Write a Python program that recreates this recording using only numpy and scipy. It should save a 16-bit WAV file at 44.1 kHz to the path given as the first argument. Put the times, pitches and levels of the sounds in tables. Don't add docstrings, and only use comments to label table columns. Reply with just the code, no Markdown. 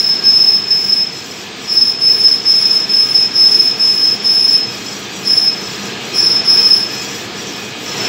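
import sys
import numpy as np
from scipy import signal
from scipy.fft import rfft, irfft
from scipy.io import wavfile
from scipy.ndimage import uniform_filter1d

SR = 44100
rng = np.random.default_rng(int(sys.argv[2]) if len(sys.argv) > 2 else 0)


def ratio_of_db(decibels):
    return 10 ** (np.asarray(decibels, float) / 20)


def file_out(sig):
    cols = np.atleast_2d(sig).T
    lim = np.clip(cols, -1, 1)
    pcm = np.round(lim * 32767).astype(np.int16)
    wavfile.write(sys.argv[1], SR, pcm)


N = 356328

# [pitch_hz, density_db]
MACHINE_SPECTRUM = [(15, -86), (25, -45), (113, -6), (284, -4), (339, -3.5), (470, -3.5), (546, -13.5),
                    (667, -10), (1690, -13.5), (2010, -12.5), (2460, -10), (4960, -14), (5910, -20),
                    (7400, -22), (10000, -49.5), (13000, -90), (22000, -120)]
# [pitch_hz, level_db]
WHINES = [(199.2, -43), (732.1, -51), (1244, -49), (1626, -48), (1723, -48), (2503, -43), (3122, -51),
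          (3257, -48), (3548, -49), (3903, -52), (4167, -48), (4700, -48)]
# [time_s, level_db]
MACHINE_LOUDNESS = [(0.0, -28.5), (0.11, -29.5), (0.13, -27.5), (1.06, -31), (2.45, -28.5), (5.47, -27.5),
                    (5.92, -25.5), (6.55, -25.5), (6.59, -23.5), (6.73, -26.5), (7.0, -26), (7.83, -27.5),
                    (8.06, -20), (8.08, -20.5)]
SWING_SHARES = [0.87, 0.98, 0.85]
UNEVEN_DB = 0.22

# [pitch_hz, density_db]
HISS_SPECTRUM = [(8000, -40), (9600, -26), (10200, -9), (11500, -7), (11750, -13), (12200, -5), (13300, -5),
                 (13700, 0), (14100, -1), (14400, -8), (15200, -3), (15900, -5)]
# [pitch_hz, density_db]
SCRAPE_SPECTRUM = [(4500, -27), (5300, -3.5), (6000, -1.5), (7300, -6.5), (8400, -16), (9200, -33)]
# [pitch_hz, width_hz, level_db]
RUB_MODES = [(5770, 40, 0), (7200, 70, -5), (7800, 50, -10)]
# [pitch_hz, level_db]
RING_LINES = [(6245, -56), (6519, -52), (6788, -58), (7025, -57), (7176, -55), (7289, -55), (7547, -57),
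              (7811, -57), (8328, -61),
              (11208, -75), (11972, -73), (12118, -74), (13087, -71), (13695, -70), (14233, -71)]
# [mid_turn_s, hiss_db, rub_db, easing_at_end_db]
TURNS = [(0, -51, -40, -4), (.42, -48.5, -42, -8), (.87, -49.5, -44, -8.5), (1.31, -51.5, -36, -12),
         (1.76, -53.5, -41, -11), (2.2, -50, -45, -4), (2.65, -50, -39, -3), (3.09, -49, -38, -7),
         (3.53, -47.5, -37, -8), (3.98, -48, -37, -7), (4.42, -49.5, -43, -9), (4.87, -49.5, -32.5, -5.5),
         (5.31, -50, -38, -3), (5.76, -49.5, -35, -8.5), (6.2, -49.5, -34, -8), (6.65, -48, -38, -3),
         (7.09, -47.5, -30, -8.5), (7.54, -51, -37, -7.5), (8.08, -46, -29, 2)]
HOLDER_HZ, HOLDER_WIDTH_HZ, HOLDER_DB = 3343, 27, -5
EASE_LEAD_S, EASE_WIDTH_S, RUB_EASES, RUB_FLICKER_DB = 0.0053, 0.037, 2.4, 2.5
SQUEAL_THINS_HISS_DB, THIN_S = -1.5, 0.087

TURN_S, FIRST_EASE_S = 0.4446, -0.2446
# [after_easing_s, level_db]
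BITE = [(0, -17), (.022, -9), (.042, -5.5), (.07, -1.5), (.35, -2), (.39, -7), (.4446, -22)]
# [after_easing_s, level_db]
STIFFNESS = [(0, -6), (.07, -2.5), (.17, -5), (.21, -2.5), (.245, 0), (.265, -8.5), (.29, 1), (.315, -5.5),
             (.4446, 3)]
# [after_easing_s, level_db]
UPPER_WANE = [(0, 2), (.28, -0.5), (.4, -2), (.4446, 0)]
# [full_at_s, growth_db_per_s, squeal_db, upper_db, overtones_db]
SQUEALS = [(-.2, 900, -9.5, -31, -35.5), (0.239, 909, -8, -26, -37.5), (.68, 907, -10.5, -29, -39),
           (1.728, 297, -10.5, -18, -33), (2.0, 898, -8.5, -25, -34.5), (2.45, 900, -8, -24, -34),
           (2.89, 896, -8.5, -25, -35.5), (3.34, 900, -9, -20, -33), (3.78, 900, -9.5, -23.5, -35),
           (4.23, 900, -9, -21, -32.5), (5.273, 653, -9, -17.5, -31), (6.152, 798, -12, -13, -31),
           (6.45, 900, -9, -16, -30)]
# [time_s, half_length_s, level_db]
FALSE_STARTS = [(1.35, 0.054, -35.5), (4.7, 0.017, -28), (4.906, 0.043, -33), (5.72, 0.046, -34),
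                (5.896, 0.054, -38), (6.934, .04, -28), (7.09, 0.073, -33.5), (7.4, .05, -40),
                (7.567, 0.046, -36), (7.897, 0.043, -33), (8.036, 0.051, -27)]
# [time_s, half_length_s, level_db]
FADES = [(0.142, .02, -2), (0.353, 0.027, 0), (0.862, 0.022, -7), (1.044, 0.052, -1.5), (2.07, .03, -1),
         (2.179, 0.025, -5), (2.49, .04, -2), (2.937, 0.032, -0.5), (3.092, 0.024, -22), (3.17, 0.015, 5),
         (3.46, 0.017, 4), (4.12, .04, -2), (4.541, 0.018, 0.5), (5.482, 0.012, 6.5), (6.28, 0.051, 2.5),
         (6.393, 0.034, 9), (6.737, 0.018, 6)]
UPPER_FOLLOWS, OVERTONE_FOLLOWS, FADING_DB = 1, 1.1, 1.64
UPPER_LEAD_S = 0.029
OVERTONE_LATE = 1.2
TAIL_DB, TAIL_DB_PER_S, QUIET_OVERTONE_DB, SILENT_DB = -10, 68, -30.5, -62

# [time_s, depth_db]
FURTHER_SLIPS = [(0.023, -29), (.058, -24), (.149, -19), (0.514, -38), (.577, -21), (0.837, -19), (.918, -26),
                 (0.956, -24), (1.734, -29), (1.843, -27), (1.929, -21), (2.094, -33), (2.129, -34), (2.309, -25),
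                 (2.396, -27), (2.535, -34), (2.692, -30), (2.961, -12), (3.708, -28), (3.991, -25), (4.419, -27),
                 (4.475, -22), (4.572, -20), (5.328, -16), (5.35, -23), (5.409, -26), (5.51, -30), (6.294, -30),
                 (6.566, -27), (6.697, -22)]
# [after_easing_s, depth_db]
SLIP_ANGLES = [(.022, -19), (0.061, -3), (0.094, -1.5), (0.117, -2.5), (.14, 1), (.186, -10), (0.199, -15),
               (.213, -9), (.232, -9.5), (0.254, -9.5), (0.274, -10.5), (0.302, -23), (.315, -4),
               (.333, -5), (0.354, -8), (.377, -7.5), (0.398, -9.5), (.418, -18), (0.436, -12)]
SLIP_S, SLIP_JITTER_S, SLIP_APART_S = 0.0055, 0.003, 0.009
SLIP_SPREAD_DB, LEAST_SLIP_DB = 4, -7

# [time_s, pitch_hz]
CHATTER_PITCH = [
    (0, 5198),
    (7.3, 5198),
    (7.45, 5262),
    (8.08, 5268),
]
# [pitch_hz, width_hz, level_db]
UPPER_MODES = [(5420, 18, 0), (5478, 19, -1), (5545, 26, -3), (5640, 50, -11), (5320, 26, -7)]
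LOWER_HZ, LOWER_WIDTH_HZ, LOWER_DB = 4958, 16, -12
# [time_s, level_db]
THIRD_LEVEL = [(0, 3), (1.2, 2), (2.2, 0), (3.2, -2), (8.08, -2)]

# [pitch_hz, level_db]
MICROPHONE_COLOUR = [(7250, -1), (7400, -4.5), (7750, -1), (8450, 0.5), (8600, -1), (9300, -3.5),
                     (9650, -2), (10000, -4)]
CUTOFF_HZ = 15760


def unit(x):
    return x / np.sqrt(np.mean(np.abs(x) ** 2) + 1e-20)


def in_time(rows):
    s, *columns = np.transpose(rows)
    return [np.interp(np.arange(N) / SR, s, c) for c in columns]


def round_turn(rows):
    return np.interp((np.arange(N) / SR - FIRST_EASE_S) % TURN_S, *np.transpose(rows))


def drift(rate):
    r = np.exp(-40 * np.pi * rate / SR)
    noise = rng.standard_normal(N // 20 + 4002)
    slow = signal.lfilter([1], [1, -2 * r, r * r], noise)[4000:]
    return np.interp(np.arange(N) / 20, np.arange(len(slow)), unit(slow))


def mode(hz, width_hz):
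    wander = drift(width_hz) + 1j * drift(width_hz)
    return unit(wander * np.exp(2j * np.pi * hz * np.arange(N) / SR))


def modes(rows):
    return unit(sum(ratio_of_db(db) * mode(hz, width_hz) for hz, width_hz, db in rows))


def coloured(spectrum, patchy_db, rate):
    hz = np.maximum(np.arange(N // 2 + 1) * SR / N, 1)
    points = np.array(spectrum)
    colour_db = np.interp(np.log(hz), np.log(points[:, 0]), points[:, 1])
    shaped = rfft(rng.standard_normal(N)) * ratio_of_db(colour_db)
    band = np.floor(3 * np.log2(hz)).astype(int) % 6
    return unit(sum(ratio_of_db(patchy_db * drift(rate)) * irfft(shaped * (band == k), N) for k in range(6)))


def machine():
    roar = coloured(MACHINE_SPECTRUM, patchy_db=0.59, rate=3.4)
    for pitch_hz, level_db in WHINES:
        roar = roar + ratio_of_db(level_db + 32.0 + 1.4 * drift(0.86)) * np.real(mode(pitch_hz, width_hz=7.7))
    hz, spectrum = np.arange(N // 2 + 1) * SR / N, rfft(roar)
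    part = np.digitize(hz, [540, 1900])
    loudness_db = in_time(MACHINE_LOUDNESS)[0]
    swing_db = loudness_db - np.mean(loudness_db)
    swells = 0
    for k, share in enumerate(SWING_SHARES):
        swells = swells + ratio_of_db(share * swing_db + UNEVEN_DB * drift(1.5)) * irfft(spectrum * (part == k), N)
    return ratio_of_db(-25.5) * swells


def chip_flow(squealing):
    t, keep = np.arange(N) / SR, np.exp(-1 / (THIN_S * SR))
    hiss_db, rub_db, _ = in_time(TURNS)
    eased = np.zeros(N)
    for k, (_, _, _, easing_db) in enumerate(TURNS):
        ease_s = FIRST_EASE_S + (k + 1) * TURN_S - EASE_LEAD_S
        eased += easing_db * np.exp(-((t - ease_s) / EASE_WIDTH_S) ** 2 / 2)
    thin = signal.lfilter([1 - keep], [1, -keep], squealing * 1., zi=[keep])[0]
    hiss_db = hiss_db + eased + SQUEAL_THINS_HISS_DB * thin
    return hiss_db, rub_db + RUB_EASES * eased + RUB_FLICKER_DB * drift(14.5)


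def chip(squealing):
    hiss_db, rub_db = chip_flow(squealing)
    hiss = ratio_of_db(hiss_db + 10.0) * coloured(HISS_SPECTRUM, patchy_db=2.0, rate=22)
    scrape = ratio_of_db(hiss_db + 11.5) * coloured(SCRAPE_SPECTRUM, patchy_db=4.0, rate=21)
    rub = ratio_of_db(rub_db + 1.5) * np.real(modes(RUB_MODES))
    holder = ratio_of_db(rub_db + HOLDER_DB) * np.real(mode(HOLDER_HZ, HOLDER_WIDTH_HZ))
    ring = 0
    for pitch_hz, level_db in RING_LINES:
        ring = ring + ratio_of_db(level_db + 4 + 1.5 * drift(2)) * np.real(mode(pitch_hz, width_hz=8))
    ring = ring * ratio_of_db(0.22 * (hiss_db - np.mean(hiss_db)))
    return hiss + scrape + rub + holder + ring


def slip_times():
    luck = rng.standard_normal((len(TURNS), len(SLIP_ANGLES), 2))
    after_s, usual_db = np.transpose(SLIP_ANGLES)
    turn_start_s = FIRST_EASE_S + TURN_S * np.arange(len(TURNS))[:, None]
    times_s = turn_start_s + after_s + SLIP_JITTER_S * luck[..., 0]
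    depths_db = usual_db + SLIP_SPREAD_DB * luck[..., 1]
    rows = list(FURTHER_SLIPS)
    for s, depth_db in zip(times_s.ravel(), depths_db.ravel()):
        clear = min(abs(s - further_s) for further_s, _ in FURTHER_SLIPS) > SLIP_APART_S
        if clear and depth_db < LEAST_SLIP_DB:
            rows.append((s, depth_db))
    return [row for row in rows if 0 < row[0] < N / SR - .05]


def slips():
    gain, t = np.ones(N, complex), np.arange(N) / SR
    for s, depth_db in slip_times():
        way = rng.choice([-1, 1])
        near = slice(max(round((s - .04) * SR), 0), round((s + .04) * SR))
        u = (t[near] - s) / SLIP_S
        gain[near] *= -np.tanh(u) + 1j * way * ratio_of_db(depth_db) / np.cosh(u)
        gain[near.stop:] *= -1
    return gain


def chatter():
    t, bite = np.arange(N) / SR, round_turn(BITE)
    turn = (t - FIRST_EASE_S) // TURN_S
    level, upper, overtone = np.full((3, N), SILENT_DB - 40.)
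    for s, growth, level_db, upper_db, overtone_db in SQUEALS:
        now = turn == (s - FIRST_EASE_S) // TURN_S
        grown = np.minimum(growth * (t[now] - s), 0)
        upper_grown = np.minimum(growth * (t[now] - s + UPPER_LEAD_S), 0)
        level[now] = level_db + grown + bite[now]
        upper[now] = upper_db + upper_grown + UPPER_FOLLOWS * bite[now]
        overtone[now] = overtone_db + OVERTONE_LATE * grown + OVERTONE_FOLLOWS * bite[now]
    tail = np.maximum.accumulate(level + TAIL_DB_PER_S * t) - TAIL_DB_PER_S * t + TAIL_DB
    fades = sum(db * np.exp(-((t - s) / half_s) ** 2) for s, half_s, db in FADES)
    main_db = level + fades + round_turn(STIFFNESS) + FADING_DB * drift(9)
    power = ratio_of_db(2 * main_db) + ratio_of_db(2 * tail) + ratio_of_db(2 * SILENT_DB)
    for s, half_s, level_db in FALSE_STARTS:
        power = power + ratio_of_db(2 * level_db) * np.exp(-((t - s) / half_s) ** 2)
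    heard = 10 * np.log10(power)
    upper = np.maximum(upper + round_turn(UPPER_WANE) - heard, -10)
    overtone = np.maximum(overtone - heard, QUIET_OVERTONE_DB)
    return heard, upper, overtone, level > -35


def squeal(level_db, upper_db, overtone_db):
    tone = np.exp(2j * np.pi * np.cumsum(in_time(CHATTER_PITCH)[0]) / SR)
    upper, lower = modes(UPPER_MODES), mode(LOWER_HZ, LOWER_WIDTH_HZ)
    waver = np.exp(2j * np.pi * np.cumsum(8 * drift(14)) / SR)
    loose = ratio_of_db(np.clip(-24 - level_db, -8, 8))
    flicker = (1 + loose * mode(0, width_hz=40)) / np.sqrt(1 + loose ** 2)
    main = tone * waver * slips() * flicker
    main = main + ratio_of_db(-24) * mode(5100, width_hz=150)
    first = ratio_of_db(6.04) * main + ratio_of_db(np.minimum(upper_db, 0)) * (upper + ratio_of_db(LOWER_DB) * lower)
    second = tone * mode(0, width_hz=24) + ratio_of_db(-2) * upper + ratio_of_db(-15) * lower
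    second = unit(tone * second) + ratio_of_db(-17) * tone * mode(4800, width_hz=90)
    third = tone * mode(0, width_hz=26)
    third = third + ratio_of_db(-9) * mode(4900, width_hz=60) + ratio_of_db(-9) * mode(5270, width_hz=30)
    third = ratio_of_db(in_time(THIRD_LEVEL)[0]) * unit(tone ** 2 * third)
    together = ratio_of_db(-.6) * first + ratio_of_db(overtone_db) * (second + third)
    return ratio_of_db(level_db) * np.sqrt(2) * np.real(together)


def scene():
    *levels, squealing = chatter()
    return (machine() + chip(squealing) + squeal(*levels))[None]


def band_limit(x):
    return signal.sosfilt(signal.butter(12, 15960, fs=SR, output="sos"), x)


def record(dry):
    hz, colour = np.arange(N // 2 + 1) * SR / N, np.array(MICROPHONE_COLOUR)
    heard = irfft(rfft(dry) * ratio_of_db(np.interp(hz, colour[:, 0], colour[:, 1])), N)
    height = uniform_filter1d(np.abs(signal.hilbert(heard)), size=44)
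    limited = heard / (1 + (height / .96) ** 6) ** (1 / 6)
    top_cut = signal.ellip(14, .3, 90, CUTOFF_HZ, fs=SR, output="sos")
    finished = signal.sosfilt(top_cut, limited)
    return band_limit(finished)


dry = scene()
out = record(dry)
file_out(out)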